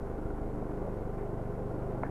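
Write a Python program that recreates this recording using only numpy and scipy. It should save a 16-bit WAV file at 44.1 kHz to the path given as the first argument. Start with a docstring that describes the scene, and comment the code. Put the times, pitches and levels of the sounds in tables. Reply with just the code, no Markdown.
"""Throughout runs the low, muffled beat of a single-cylinder motorcycle at low revs, heard from the rider's seat.
It rolls over a wet, slushy track: each cycle is an exhaust push, an intake gulp, a gas rush and clatter.
These are harmonics, swelling noise and struck modes; a faint whine of wavering sines sits on top.
Bands of noise swish as tyres in slush, small rings spatter, and the bodywork hums and clunks as sines and modes.
Near the end a loose part knocks and rattles over a bump; wind rumble and hiss lie behind it all."""
import sys
import numpy as np
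from scipy import signal
from scipy.fft import rfft, irfft
from scipy.io import wavfile

SR = 44100
rng = np.random.default_rng(int(sys.argv[2]) if len(sys.argv) > 2 else 0)


def transcribe(signal):
    """Save signal, clipped to [-1, 1], as a 16-bit WAV file at the path in sys.argv[1]."""
    frames = np.atleast_2d(signal).T
    limited = np.clip(frames, -1, 1)
    pcm = np.round(limited * 32767).astype(np.int16)
    wavfile.write(sys.argv[1], SR, pcm)


N = 92962
T = np.arange(N) / SR


def from_db(db):
    """Decibels to gain."""
    return 10 ** (np.asarray(db) / 20)


def rms_one(x):
    """Scale to unit rms."""
    return x / np.sqrt(np.mean(x ** 2) + 1e-20)


def in_time(rows):
    """A control curve at every sample, in straight lines between the rows."""
    return np.interp(T, *np.transpose(rows))


def filtered(x, hz, kind, order=2):
    """Butterworth filter."""
    return signal.sosfilt(signal.butter(order, hz, kind, fs=SR, output="sos"), x)


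def slow_noise(hz):
    """Low-passed noise of unit rms; the filter's first second is dropped."""
    settled = filtered(rng.standard_normal(N + SR), hz, "low")[SR:]
    return rms_one(settled)


def coloured(spectrum):
    """Steady noise with the given spectrum, rms 1."""
    hz, db = np.transpose(spectrum)
    bin_hz = np.maximum(np.arange(N // 2 + 1) * SR / N, 1)
    gain = from_db(np.interp(np.log(bin_hz), np.log(hz), db))
    return rms_one(irfft(rfft(rng.standard_normal(N)) * gain, N))


def strike(times, db, hz, t60):
    """Clicks at the given times and levels ring one decaying mode."""
    clicks = np.bincount((np.asarray(times) * SR).astype(int), from_db(db), N)[:N]
    radius = from_db(-60 / (t60 * SR))  # decay per sample
    angle = 2 * np.pi * hz / SR
    feedback = [1, -2 * radius * np.cos(angle), radius * radius]
    return signal.lfilter([0, np.sin(angle)], feedback, clicks + 1e-18)


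def strike_modes(hits, modes, alternate=False):
    """Every hit rings every mode; alternate flips the sign of each second mode."""
    s, db = np.transpose(hits)
    out = 0
    for k, (hz, level, t60) in enumerate(modes):
        sign = (-1) ** k if alternate else 1
        out = out + sign * strike(s, db + level, hz, t60)
    return out


def around(cycle, place):
    """Signed distance in cycles to the nearest pass of a place in the cycle."""
    return (cycle - place + .5) % 1 - .5


def bump(distance, width):
    """Bell curve of height 1."""
    return np.exp(-.5 * (distance / width) ** 2)


def spell(start, end, fade_s=0.014):
    """Fade in, hold, fade out."""
    return .5 * (np.tanh((T - start) / fade_s) - np.tanh((T - end) / fade_s))


def wind(level_db=-50.5, top_hz=35):
    """Wind rumble at the microphone: low-passed noise."""
    return from_db(level_db) * slow_noise(top_hz)


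# Spectrum of the background hiss: (frequency [Hz], relative density [dB per Hz])
HISS_SPECTRUM = [(1000, 10), (4000, 3), (7000, 3), (12300, 2.5), (13300, -7.5), (15000, -13.5)]


def hiss(level_db=-72):
    """Steady background hiss: noise with a fixed spectrum."""
    return from_db(level_db) * coloured(HISS_SPECTRUM)


# Hums apart from the engine's pitch, likely tyres and panels:
# (start [s], end [s], start frequency [Hz], end frequency [Hz], level [dB])
HUMS = [(0.186, 0.538, 306.5, 292, -47), (0.527, 0.86, 296, 304.3, -47.5),
        (1.122, 1.406, 402.8, 407.6, -48), (1.19, 1.727, 667.5, 668, -56.5),
        (1.778, 2.2, 405.3, 406.4, -50)]


def hums(flutter_db=1.2, flutter_hz=12):
    """Passing hums: sines that glide slightly and flutter in level."""
    out = 0
    for start, end, start_hz, end_hz, db in HUMS:
        hz = np.interp(T, [start, end], [start_hz, end_hz])
        phase = 2 * np.pi * np.cumsum(hz) / SR
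        gain = from_db(db + flutter_db * slow_noise(flutter_hz))
        out = out + np.sqrt(2) * gain * spell(start, end) * np.sin(phase)
    return out


# Tyres through deeper slush: (time [s], half length [s], centre frequency [Hz], level [dB])
SPLASHES = [(0.865, 0.029, 540, -43), (1.195, .013, 1920, -60.5), (1.217, 0.016, 670, -47),
            (1.336, 0.018, 329, -43), (1.534, 0.012, 369, -45), (1.753, 0.011, 308, -40)]


def slush(width=1.19):
    """Short soft swishes from the tyres: band noise, its edges a ratio of width either side of the centre."""
    out = 0
    for s, half_length, hz, db in SPLASHES:
        spray = rms_one(filtered(rng.standard_normal(N), [hz / width, hz * width], "band", order=3))
        out = out + spray * from_db(db) * bump(T - s, half_length)
    return out


SPATTER_PER_S, SPATTER_DB, SPATTER_SPREAD_DB = 120, -65.5, 4.5
SPATTER_LOW_HZ, SPATTER_HIGH_HZ, SPATTER_CYCLES = 1000, 2400, 7.3  # cycles until a ring is 60 dB down


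def spatter(count=12):
    """Drops of slush hit the mudguard at random, each a short ring; higher ones are weaker."""
    out = 0
    for hz in np.geomspace(SPATTER_LOW_HZ, SPATTER_HIGH_HZ, count):
        born = rng.random(N) < SPATTER_PER_S / count / SR
        size_db = SPATTER_SPREAD_DB * np.minimum(rng.exponential(1, N), 3)[born]
        out = out + strike(T[born], size_db, hz, SPATTER_CYCLES / hz) / hz ** 2
    return from_db(SPATTER_DB) * rms_one(filtered(out, SPATTER_HIGH_HZ, "low", order=4))


# Jolts of the bike: (time [s], relative level [dB])
CLUNKS = [(.624, 4), (.872, 0), (1.217, 0), (1.394, 4.5), (1.704, -3), (1.865, -1), (1.922, 0.5),
          (2.018, -4)]
# Bodywork modes they ring: (frequency [Hz], level [dB], t60 [s])
CLUNK_MODES = [(636, -39, 0.044), (780, -40, 0.028)]


def clunks():
    """Jolts from the rough track ring dull clunks in the bodywork."""
    return strike_modes(CLUNKS, CLUNK_MODES, alternate=True)


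# The knock and its rebound: (time [s], relative level [dB])
KNOCKS = [(2.0339, -1.5), (2.0368, -17)]
# Modes of the knocked part: (frequency [Hz], level before filtering [dB], t60 [s])
PANEL = [(630, -20.5, 0.019), (906, -18.5, 0.011), (1390, -24, 0.0092), (2160, -30.5, 0.0092)]


def knock(bottom_hz=400, top_hz=2500):
    """A loose part knocks once and rebounds, ringing its modes within a limited band."""
    rings = strike_modes(KNOCKS, PANEL, alternate=True)
    return filtered(filtered(rings, bottom_hz, "high"), top_hz, "low", order=4)


# Sharpest contacts of the rattle: (time [s], level before the mode levels and filter [dB])
RATTLE_HITS = [(2.05, -52), (2.055, -54), (2.065, -53)]
# Modes of the loose bits: (frequency [Hz], relative level [dB], t60 [s])
RATTLE_MODES = [(1100, -5, 0.0045), (1420, -2, 0.0077), (1700, 5, 0.011), (1870, -1, 0.0052),
                (2250, -6, 0.006)]
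# Band edges of the rattle: (high-pass on the patter [Hz], low-pass on everything [Hz])
RATTLE_BAND_HZ = [780, 2100]
RATTLE_START_S, RATTLE_T60_S, RATTLE_PER_S = 2.041, 0.33, 2700
RATTLE_DB = -50.5  # at its start, before the low-pass


def rattle(spread_db=2):
    """A dense, dying patter of small random contacts follows the knock, with a few sharper hits."""
    contacts = 0
    for hz, level, t60 in RATTLE_MODES:
        born = rng.random(N) < RATTLE_PER_S / len(RATTLE_MODES) / SR
        db = level + spread_db * rng.standard_normal(N)[born]
        contacts = contacts + strike(T[born], db, hz, t60)
    age = np.maximum(T - RATTLE_START_S, 0)
    fall_db = -60 * age / RATTLE_T60_S
    patter = rms_one(filtered(contacts, RATTLE_BAND_HZ[0], "high"))
    patter = patter * from_db(RATTLE_DB + fall_db) * (age > 0)
    hits = strike_modes(RATTLE_HITS, RATTLE_MODES)
    return filtered(patter + hits, RATTLE_BAND_HZ[1], "low", order=6)


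# Body hum and whine: (mean frequency [Hz], mean level [dB])
WHINE = [(408.5, -51.5), (517.5, -55.5), (1035, -64)]


def whine(flutter_db=2.0, wander=.004, waver_hz=12):
    """Body hum and a faint whine, likely the fuel pump: sines wavering in level and, by a share, in pitch."""
    out = 0
    for hz, db in WHINE:
        phase = 2 * np.pi * hz * np.cumsum(1 + wander * slow_noise(waver_hz)) / SR
        gain = from_db(db + flutter_db * slow_noise(waver_hz))
        out = out + np.sqrt(2) * gain * np.sin(phase)
    return out


# Sharper ticks from the engine: (time [s], relative level [dB])
TICKS = [(0.187, 5), (0.228, 2.5), (.261, 5), (0.303, 5.5), (.38, 6), (.665, -10), (1.189, 3), (1.71, 1)]
# Modes they ring: (frequency [Hz], level [dB], t60 [s])
TICK_MODES = [(1352, -54.5, 0.044), (1477, -53.5, 0.028)]


def ticks():
    """Now and then the engine ticks more sharply, ringing two close modes."""
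    return strike_modes(TICKS, TICK_MODES, alternate=True)


# Valve and piston contacts: (place in the cycle [cycles], relative level [dB])
CONTACTS = [(0.064, -2), (0.171, -6), (.3, -13.5), (0.602, -2)]
# Modes of the engine case and bodywork: (frequency [Hz], level [dB], t60 [s])
CASE = [(416, -47, 0.039), (480, -70.5, 0.011), (639, -54, 0.092), (700, -57, 0.0042), (990, -69, 0.023),
        (1370, -54.5, 0.024), (1663, -70.5, 0.03)]


def clatter(cycle, jitter=.012, spread_db=3):
    """Valve and piston contacts ring the case, a little differently each time (jitter in cycles)."""
    cycles = range(int(cycle[-1]) + 1)
    place, db = np.transpose([(k + at, db) for k in cycles for at, db in CONTACTS])
    s = np.interp(place + jitter * rng.standard_normal(len(place)), cycle, T)
    out = 0
    for hz, level, t60 in CASE:
        out = out + strike(s, db + level + spread_db * rng.standard_normal(len(s)), hz, t60)
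    return out


# Spectrum of the gas rush: (frequency [Hz], relative density [dB per Hz])
RUSH_SPECTRUM = [(60, -8), (130, -7), (200, -5), (260, -2), (330, 0), (410, 0.5), (500, -1.5), (590, -6.5),
                 (760, -6.5), (870, -10), (1100, -14), (1290, -19.5), (1370, -19.5), (1520, -18),
                 (1610, -27), (1980, -30), (2120, -28.5), (2330, -35.5), (2700, -39.5), (3500, -48.5),
                 (6000, -54.5)]
# Level of the rush: (time [s], level [dB])
RUSH_LEVEL = [(0, -42), (.5, -42.5), (.85, -41), (1.1, -41.5), (1.6, -42.5), (1.9, -40.5), (2.1, -40)]


def rush(cycle, at=.3, width=.13, swell_db=2.5):
    """Gas noise swells once in every cycle (place and width in cycles)."""
    swell = bump(around(cycle, at), width)
    gas = rms_one(coloured(RUSH_SPECTRUM) * from_db(swell_db * swell))
    return from_db(in_time(RUSH_LEVEL)) * gas


# Harder firings as the engine stumbles: (time [s], level [dB])
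HARD_FIRINGS = [(0.255, -23), (.336, -30.5), (.416, -24.5)]


def stumble(pipe_hz=99, pipe_t60_s=0.028):
    """Hard firings boom in the exhaust pipe, a short low mode."""
    s, db = np.transpose(HARD_FIRINGS)
    return strike(s, db, pipe_hz, pipe_t60_s)


# Harmonics that drone for a while: (multiple of the firing rate, start [s], end [s], level [dB])
DRONES = [(9, 0.31, 0.64, -51.5), (7, 0.72, 0.94, -47), (4, 0.8, 1.1, -47.5), (6, 1.02, 1.48, -54.5),
          (7, 2.1, 2.7, -37.5)]


def drone(order):
    """Extra gain of one harmonic while some part buzzes along with it."""
    gain = 0
    for k, start, end, db in DRONES:
        if k == order:
            gain = gain + from_db(db) * spell(start, end)
    return gain


# Engine speed: (time [s], firing rate [per second])
SPEED = [(0.0, 24.25), (0.16, 26.1), (0.24, 24.98), (0.45, 25.24), (0.67, 24.75), (0.87, 27.15),
         (0.97, 23.07), (1.15, 25.53), (1.26, 24.74), (1.36, 24.92), (1.46, 23.9), (1.6, 25.1),
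         (1.72, 24.23), (1.84, 25.7), (1.93, 25.12), (2.02, 26.49), (2.1, 25.02)]


def engine_cycle(first_firing_s=.02):
    """Engine cycles counted from the first firing: the running sum of the firing rate."""
    cycle = np.cumsum(in_time(SPEED)) / SR
    return cycle - np.interp(first_firing_s, T, cycle)


# Engine load: (time [s], load [0 coasting to 1 pulling])
LOAD = [(0, 0.04), (.3, 0.025), (.55, 0.66), (.8, 0.41), (1.0, 0.53), (1.5, 0.84), (1.8, 0.98), (2.1, 0.89)]
# Engine harmonics: (multiple of the firing rate, level coasting [dB], level pulling [dB])
ORDERS = [(1, -42.5, -42.5), (2, -46.5, -46.5), (3, -47, -60.5), (4, -53, -45.5), (5, -52, -43),
          (6, -62, -56), (7, -52.5, -47), (8, -59.5, -52.5), (9, -51, -51.5), (10, -65, -59.5),
          (11, -57, -74), (12, -79, -59), (13, -54.5, -69), (14, -66.5, -57.5), (15, -59.5, -57),
          (16, -51, -57), (17, -68, -56.5), (18, -68, -54.5), (19, -65, -61.5), (22, -79, -55.5),
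          (25, -63.5, -60.5), (27, -61, -59.5), (31, -58, -59.5)]
# places and widths in cycles, depths against the push
PUSH_WIDTH = 0.02544
GULP_AT, GULP_WIDTH, GULP_DEPTH = .227, .154, 1.13
SUCTION_AT, SUCTION_WIDTH, SUCTION_DEPTH = .264, 0.0268, 0.88  # brief peak in mid-stroke
UNEVEN_DB, UNEVEN_HZ = .7, 5.3  # slow level spread of each harmonic


def engine_note(cycle):
    """Harmonics timed by the exhaust push and the intake gulp; load shifts their balance."""
    turn = np.arange(256) / 256
    push = bump(around(turn, 0), PUSH_WIDTH)
    gulp = np.exp(-(around(turn, GULP_AT) / GULP_WIDTH) ** 8)  # flat-topped
    suction = bump(around(turn, SUCTION_AT), SUCTION_WIDTH)
    # the pressure shape gives only the phases; the table gives the levels
    timing = np.angle(rfft(push - GULP_DEPTH * gulp - SUCTION_DEPTH * suction))
    load = in_time(LOAD)
    out = 0
    for order, coasting, pulling in ORDERS:
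        gain = np.hypot(from_db(coasting + load * (pulling - coasting)), drone(order))
        uneven = from_db(UNEVEN_DB * slow_noise(UNEVEN_HZ))
        out = out + np.sqrt(2) * gain * uneven * np.cos(2 * np.pi * order * cycle + timing[order])
    return out


def scene():
    """Wind and hiss, track and bodywork, then the engine, summed at one microphone."""
    cycle = engine_cycle()
    air = wind() + hiss()
    track = hums() + slush() + spatter() + clunks() + knock() + rattle()
    engine = whine() + ticks() + clatter(cycle) + rush(cycle) + stumble() + engine_note(cycle)
    return (air + track + engine)[None]


def record(dry, cutoff_hz=15200):
    """A steep elliptic low-pass cuts the top."""
    return signal.sosfilt(signal.ellip(10, .1, 80, cutoff_hz, fs=SR, output="sos"), dry)


dry = scene()
out = record(dry)
transcribe(out)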